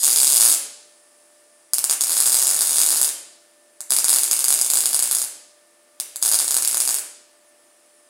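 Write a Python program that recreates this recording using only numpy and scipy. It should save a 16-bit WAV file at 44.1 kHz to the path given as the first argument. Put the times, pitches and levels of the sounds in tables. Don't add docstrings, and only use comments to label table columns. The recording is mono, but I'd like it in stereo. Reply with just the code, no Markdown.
import sys
import numpy as np
from scipy import signal
from scipy.fft import rfft, irfft, next_fast_len
from scipy.io import wavfile
from scipy.ndimage import map_coordinates

SR = 44100
rng = np.random.default_rng(int(sys.argv[2]) if len(sys.argv) > 2 else 0)


def gain_from_db(level_db):
    decades = np.asarray(level_db, float) / 20
    return 10 ** decades


def output_pcm(signal):
    pcm = np.clip(np.atleast_2d(signal).T, -1, 1) * 32767
    wavfile.write(sys.argv[1], SR, np.round(pcm).astype(np.int16))


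N = 357102


def unit(x):
    return x / np.sqrt(np.mean(x ** 2) + 1e-20)


def along(points, hz, column=1):
    rows = np.transpose(points)
    return np.interp(np.log(hz + 1), np.log(rows[0] + 1), rows[column])


def wobble(rate):
    knots = rng.standard_normal(int(N * rate / SR) + 4)
    return map_coordinates(knots, [np.arange(N) * rate / SR])


def coloured(points):
    size = next_fast_len(N)
    spectrum = rfft(rng.standard_normal(size))
    shape = gain_from_db(along(points, np.fft.rfftfreq(size, 1 / SR)))
    return unit(irfft(spectrum * shape, size)[:N])


def causal(points, size=4096):
    spectrum = gain_from_db(along(points, np.fft.rfftfreq(size, 1 / SR)))
    cepstrum = irfft(np.log(spectrum), size)
    cepstrum[1:size // 2] *= 2
    cepstrum[size // 2 + 1:] = 0
    return irfft(np.exp(rfft(cepstrum)), size)[:size // 2]


def copies(rows):
    ms, db = np.transpose(rows)
    return np.bincount(np.round(ms * SR / 1000).astype(int), gain_from_db(db))


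def convolve(x, response):
    return signal.fftconvolve(x, response)[:N]


# frequency in Hz, usual level in dB rms ahead of the input stage.
MACHINE_TONES = [(339, -71), (593.6, -60.5), (678, -71.5), (1186.6, -74), (1780, -70)]
# frequency in Hz, relative level in dB per Hz.
FAN_COLOUR = [(25, -35.5), (100, -17), (200, -7), (240, -3), (600, -2.5), (800, -4), (2000, -6.5),
              (6000, -13), (11000, -11.5), (16000, -21)]


def machine():
    t = np.arange(N) / SR
    drift = 0.000324 * np.cumsum(wobble(2.74)) / SR
    hum = np.zeros(N)
    for hz, db in MACHINE_TONES:
        level = gain_from_db(db + 0.99 * wobble(6.9)) * np.sqrt(2)
        hum += level * np.sin(2 * np.pi * hz * (t + drift))
    rush = gain_from_db(-59.0 + 0.44 * wobble(3.72)) * coloured(FAN_COLOUR)
    return hum + rush


# frequency in Hz, relative level in dB per Hz.
GAS_COLOUR = [(3000, -33), (5000, -7.5), (6000, -11), (8000, -4), (10000, 1), (11500, -31.5), (16000, -37)]
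# time in seconds, usual level of the direct hiss in dB rms ahead of the input
# stage, delay of a second arrival off the frame in ms, share of that arrival from 0 to 1.
NOZZLE_PATHS = [(0, -56.5, .2, .1), (1.1, -55, 0.13, 0), (1.7, -56, 0.21, 0.03), (3.6, -57.5, 0.167, 0.05),
                (5.7, -57.5, 0.18, 0.03), (7.25, -61.5, 0.15, .4), (7.5, -58.5, 0.328, 0.34),
                (7.75, -58.5, .5, 0.2), (8.1, -59, .85, 0.61)]


def gas():
    s, *columns = np.transpose(NOZZLE_PATHS)
    samples = np.arange(N)
    db, delay_ms, share = [np.interp(samples / SR, s, column) for column in columns]
    direct = coloured(GAS_COLOUR)
    reflected = map_coordinates(direct, [samples - delay_ms * SR / 1000], mode="wrap")
    return gain_from_db(db + 0.88 * wobble(2.0)) * (direct + share * reflected)


# frequency in Hz, starting level in dB, t60 in seconds.
TUBE_MODES = [(265, -47, 0.13), (419, -49.5, 0.13), (4483, -24.5, 0.012), (4907, -27, 0.0076),
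              (5135, -19.5, 0.0057), (6875, -20.5, 0.0051)]


def frame(x):
    t = np.arange(SR // 5) / SR
    ring = sum(gain_from_db(db - 60 * t / t60) * np.sin(2 * np.pi * hz * t) for hz, db, t60 in TUBE_MODES)
    return convolve(x, ring)


# delay in ms, level in dB before colouring.
NEAR_COPIES = [(.36, -15), (.59, -12), (.86, -16), (1.22, -15), (1.7, -17), (2.1, -19), (2.7, -21),
               (3.4, -20)]
# delay in ms, level in dB before colouring.
WALL_ECHOES = [(7.66, -7), (13.06, -20), (14.74, -21), (15.9, -19), (20.34, -22), (24.9, -22), (33.3, -23)]
# frequency in Hz, gain in dB.
SURFACE_COLOUR = [(300, -10.5), (1800, -1), (4000, 8.5), (16000, 2)]
# frequency in Hz, t60 in seconds, relative starting level in dB.
TAIL_BANDS = [(200, 0.866, 0), (503, 0.81, -2), (1260, 0.74, -6), (2190, 0.69, 10.5), (4480, 0.81, -2),
              (9780, 0.48, -3.5), (15000, 0.245, 2)]


def garage(x):
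    bright = convolve(x, causal(SURFACE_COLOUR))
    near = convolve(bright, copies(NEAR_COPIES))
    walls = convolve(bright + 0.15 * near, copies(WALL_ECHOES))
    hz, t, bands = signal.stft(rng.standard_normal(SR + SR // 2), SR, nperseg=256)
    start_db = along(TAIL_BANDS, hz, column=2)[:, None]
    t60 = along(TAIL_BANDS, hz)[:, None]
    tail = signal.istft(bands * gain_from_db(start_db - 60 * t / t60), SR, nperseg=256)[1]
    tail *= np.clip(np.arange(len(tail)) / SR / 0.0088 - .2, 0, 1)
    return x + frame(x) + near + walls + gain_from_db(-31.0) * convolve(x, tail)


def bursts(times, db, fizz_db, fizz_ms):
    t = np.arange(256)
    fade = gain_from_db(fizz_db - 60 * t / (fizz_ms * SR / 1000))
    puff = fade * rng.standard_normal((len(times), len(t)))
    shape = gain_from_db(db)[:, None] * ((t == 0) + puff)
    where = np.round(np.asarray(times) * SR).astype(int)[:, None] + t
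    return np.bincount(where.ravel(), shape.ravel(), N + SR)[:N]


# start in seconds, end in seconds, level of the smallest spatter in dB, usual
# sizzle level in dB (both before the snap colour), offset of the low push in dB.
WELD_SPANS = [(0, 0.544, -42, -31, -0.5), (2.001, 3.091, -8, -47, 1.4), (3.897, 5.241, -27, -37, 1),
              (6.216, 6.982, -23, -37, 2.5)]


def spatter():
    pops = np.zeros(N)
    for start, end, smallest_db, _, _ in WELD_SPANS:
        draw = rng.random((round(50 * (end - start)), 2))
        times = start + (end - start) * draw[:, 0]
        size_db = smallest_db - 4 * np.log(1 - .9 * draw[:, 1])
        pops += bursts(times, size_db, fizz_db=-19.5, fizz_ms=5.7)
    return pops


def sizzle():
    t = np.arange(N) / SR
    noise = np.zeros(N)
    for start, end, _, sizzle_db, _ in WELD_SPANS:
        burning = (t > start) * (t < end)
        noise += gain_from_db(sizzle_db + 0.8 * wobble(60)) * rng.standard_normal(N) * burning
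    return noise


# time in seconds, short circuits per second,
# usual kick level in dB before scatter.
DRIP_RATE = [(0, 140, 14), (.12, 125, -4), (.14, 80, 0), (.25, 80, -6.5), (.27, 140.3, -3.5), (.36, 130, 5),
             (.5, 121.3, 0), (.56, 129.3, -1.5), (2.0, 80, -6), (2.25, 104, -0.5), (3.08, 85, -2.5),
             (3.9, 72, -1), (4.07, 65, -10.5), (4.1, 110, 0.5), (4.16, 95, -6), (4.2, 68, -7),
             (4.6, 57.4, -1.5), (5.24, 62, -6), (6.23, 86, -2.5), (6.355, 104, 3.5), (6.43, 66, -4.5),
             (6.6, 55, -4), (6.98, 60, -3)]
# from in seconds, to in seconds.
WIRE_STALLS = [(.143, .16), (.385, .4), (2.768, 2.783), (4.012, 4.043), (4.28, 4.312), (4.372, 4.391),
               (4.676, 4.701), (4.842, 4.857), (4.996, 5.025), (6.3, 6.315), (6.36, 6.389), (6.452, 6.508)]


def drips():
    wait, jitter, scatter_db = 1.4, .09, 3
    after_s = .03
    s = np.transpose(POP_STRIKES)[0]
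    before, gap = s[:-1], np.diff(s)
    at, rate, level_db = np.transpose(DRIP_RATE)
    burning = sum((before > w[0]) & (before + gap < w[1] + after_s) for w in WELD_SPANS)
    shorts = gap * np.interp(before + gap / 2, at, rate)
    count = burning * np.round(shorts - wait).clip(0)
    beat = np.arange(1, 16)
    chance = rng.standard_normal((2, len(gap), len(beat)))
    beat_s = (gap / (count + wait))[:, None]
    times = before[:, None] + beat_s * (beat + jitter * chance[0])
    size_db = np.interp(times, at, level_db) + scatter_db * chance[1].clip(-3, 1.5)
    stalled = np.any([(times > a) & (times < b) for a, b in WIRE_STALLS], axis=0)
    used = (beat <= count[:, None]) & ~stalled
    return times[used], size_db[used]


# frequency in Hz, gain in dB.
PUSH_COLOUR = [(60, -40), (250, -17), (450, -10), (1000, -5), (1550, -3.5), (2200, -14.5), (5000, -48.5)]


def gas_push(s, db):
    ends, push_db = np.transpose(WELD_SPANS)[[1, 4]]
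    weld = np.searchsorted(ends, s).clip(0, len(WELD_SPANS) - 1)
    push = gain_from_db(0.79 * db + push_db[weld] + rng.normal(0, 2.2, len(s)))
    kicks = np.bincount(np.round(s * SR).astype(int), push, N)
    return convolve(kicks, causal(PUSH_COLOUR))


# time in seconds, kick level in dB ahead of the room and the input stage.
POP_STRIKES = [(0.0323, 5), (0.0541, 5), (0.0667, 4), (0.0789, 5), (0.1295, 4), (0.1606, 5), (0.1734, 5),
               (0.1858, 4), (0.2018, 4), (0.2158, 5), (0.2315, 5), (0.2456, 5), (0.2699, 6), (0.3016, 4),
               (0.3615, 6), (0.3788, 5), (0.4, 3), (0.4088, 6), (0.4177, 5), (0.4269, 6), (0.4358, 5),
               (0.445, 4), (0.461, 7), (0.499, 5), (0.5173, 3), (0.54, 0), (0.5626, -5), (1.7348, 5),
               (1.7833, 4), (1.8416, 5), (1.8971, 4), (1.91, 5), (1.9269, 1), (1.9368, -5), (2.0089, 4),
               (2.0373, 1), (2.0954, 1), (2.1689, 2), (2.203, 7), (2.2585, 3), (2.2965, 2), (2.3202, 2),
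               (2.3438, 6), (2.3682, 3), (2.4698, 4), (2.4917, 1), (2.591, 2), (2.6085, 4), (2.7084, 3),
               (2.7586, 3), (2.7836, 5), (2.8155, 6), (2.8339, 2), (2.8888, 3), (2.9054, 3), (2.9732, 2),
               (3.0149, 6), (3.0299, 2), (3.0456, 2), (3.078, -4), (3.8061, -9), (3.906, 5), (3.9207, 6),
               (3.9359, 3), (3.9654, 5), (3.9866, 6), (4.0438, 6), (4.0827, 5), (4.0941, 6), (4.1298, 5),
               (4.1392, 6), (4.1608, 5), (4.1855, 4), (4.2341, 4), (4.3123, 7), (4.3311, 4), (4.3917, 2),
               (4.4426, 6), (4.4827, 5), (4.5049, 5), (4.5259, 5), (4.6134, 6), (4.7015, 7), (4.7358, 7),
               (4.7556, 5), (4.7721, 4), (4.806, 2), (4.8573, 6), (4.9309, 4), (4.9454, 5), (4.9923, 3),
               (5.0252, 6), (5.1125, 4), (5.1495, 3), (5.2403, -6), (6.0003, -1), (6.1593, -5), (6.2265, 6),
               (6.2788, 1), (6.3157, 2), (6.3351, 7), (6.3543, 2), (6.3891, 3), (6.4011, 3), (6.4798, 0),
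               (6.5086, 3), (6.5435, 2), (6.5669, 4), (6.6489, 3), (6.6759, 3), (6.7711, 4), (6.803, 4),
               (6.8762, 2), (6.9856, -6)]
# frequency in Hz, relative level in dB per Hz.
SNAP_COLOUR = [(100, -33.5), (260, -29.5), (900, -23.5), (2400, -26), (3400, -20), (4200, -14.5),
               (4800, -10.5), (5900, -11.5), (6700, -5), (9900, 2.5), (12600, -9), (13500, -12.5),
               (14800, -11), (17000, -17)]


def arc():
    s, db = np.hstack([np.transpose(POP_STRIKES), drips()])
    pops = bursts(s, db, fizz_db=-19, fizz_ms=6)
    snap = causal(SNAP_COLOUR)
    snap /= np.abs(snap).max()
    return convolve(pops + spatter() + sizzle(), snap) + gas_push(s, db)


def scene():
    mono = garage(arc()) + machine() + gas()
    return np.tile(mono, (2, 1))


def roll_off(x):
    return signal.sosfilt(signal.butter(12, 16820, fs=SR, output="sos"), x)


# frequency in Hz, gain in dB.
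RECORDER_BAND = [(30, -11), (130, -5), (205, -7), (245, -0.5), (15800, -0.5), (15950, -60)]


def record(dry):
    top, hardness = .99, 7
    loud = gain_from_db(-1.5) * dry
    clipped = loud / (1 + np.abs(loud / top) ** hardness) ** (1 / hardness)
    band = gain_from_db(along(RECORDER_BAND, np.fft.rfftfreq(N, 1 / SR)))
    mix = irfft(rfft(clipped) * band, N)
    return roll_off(mix)


dry = scene()
out = record(dry)
output_pcm(out)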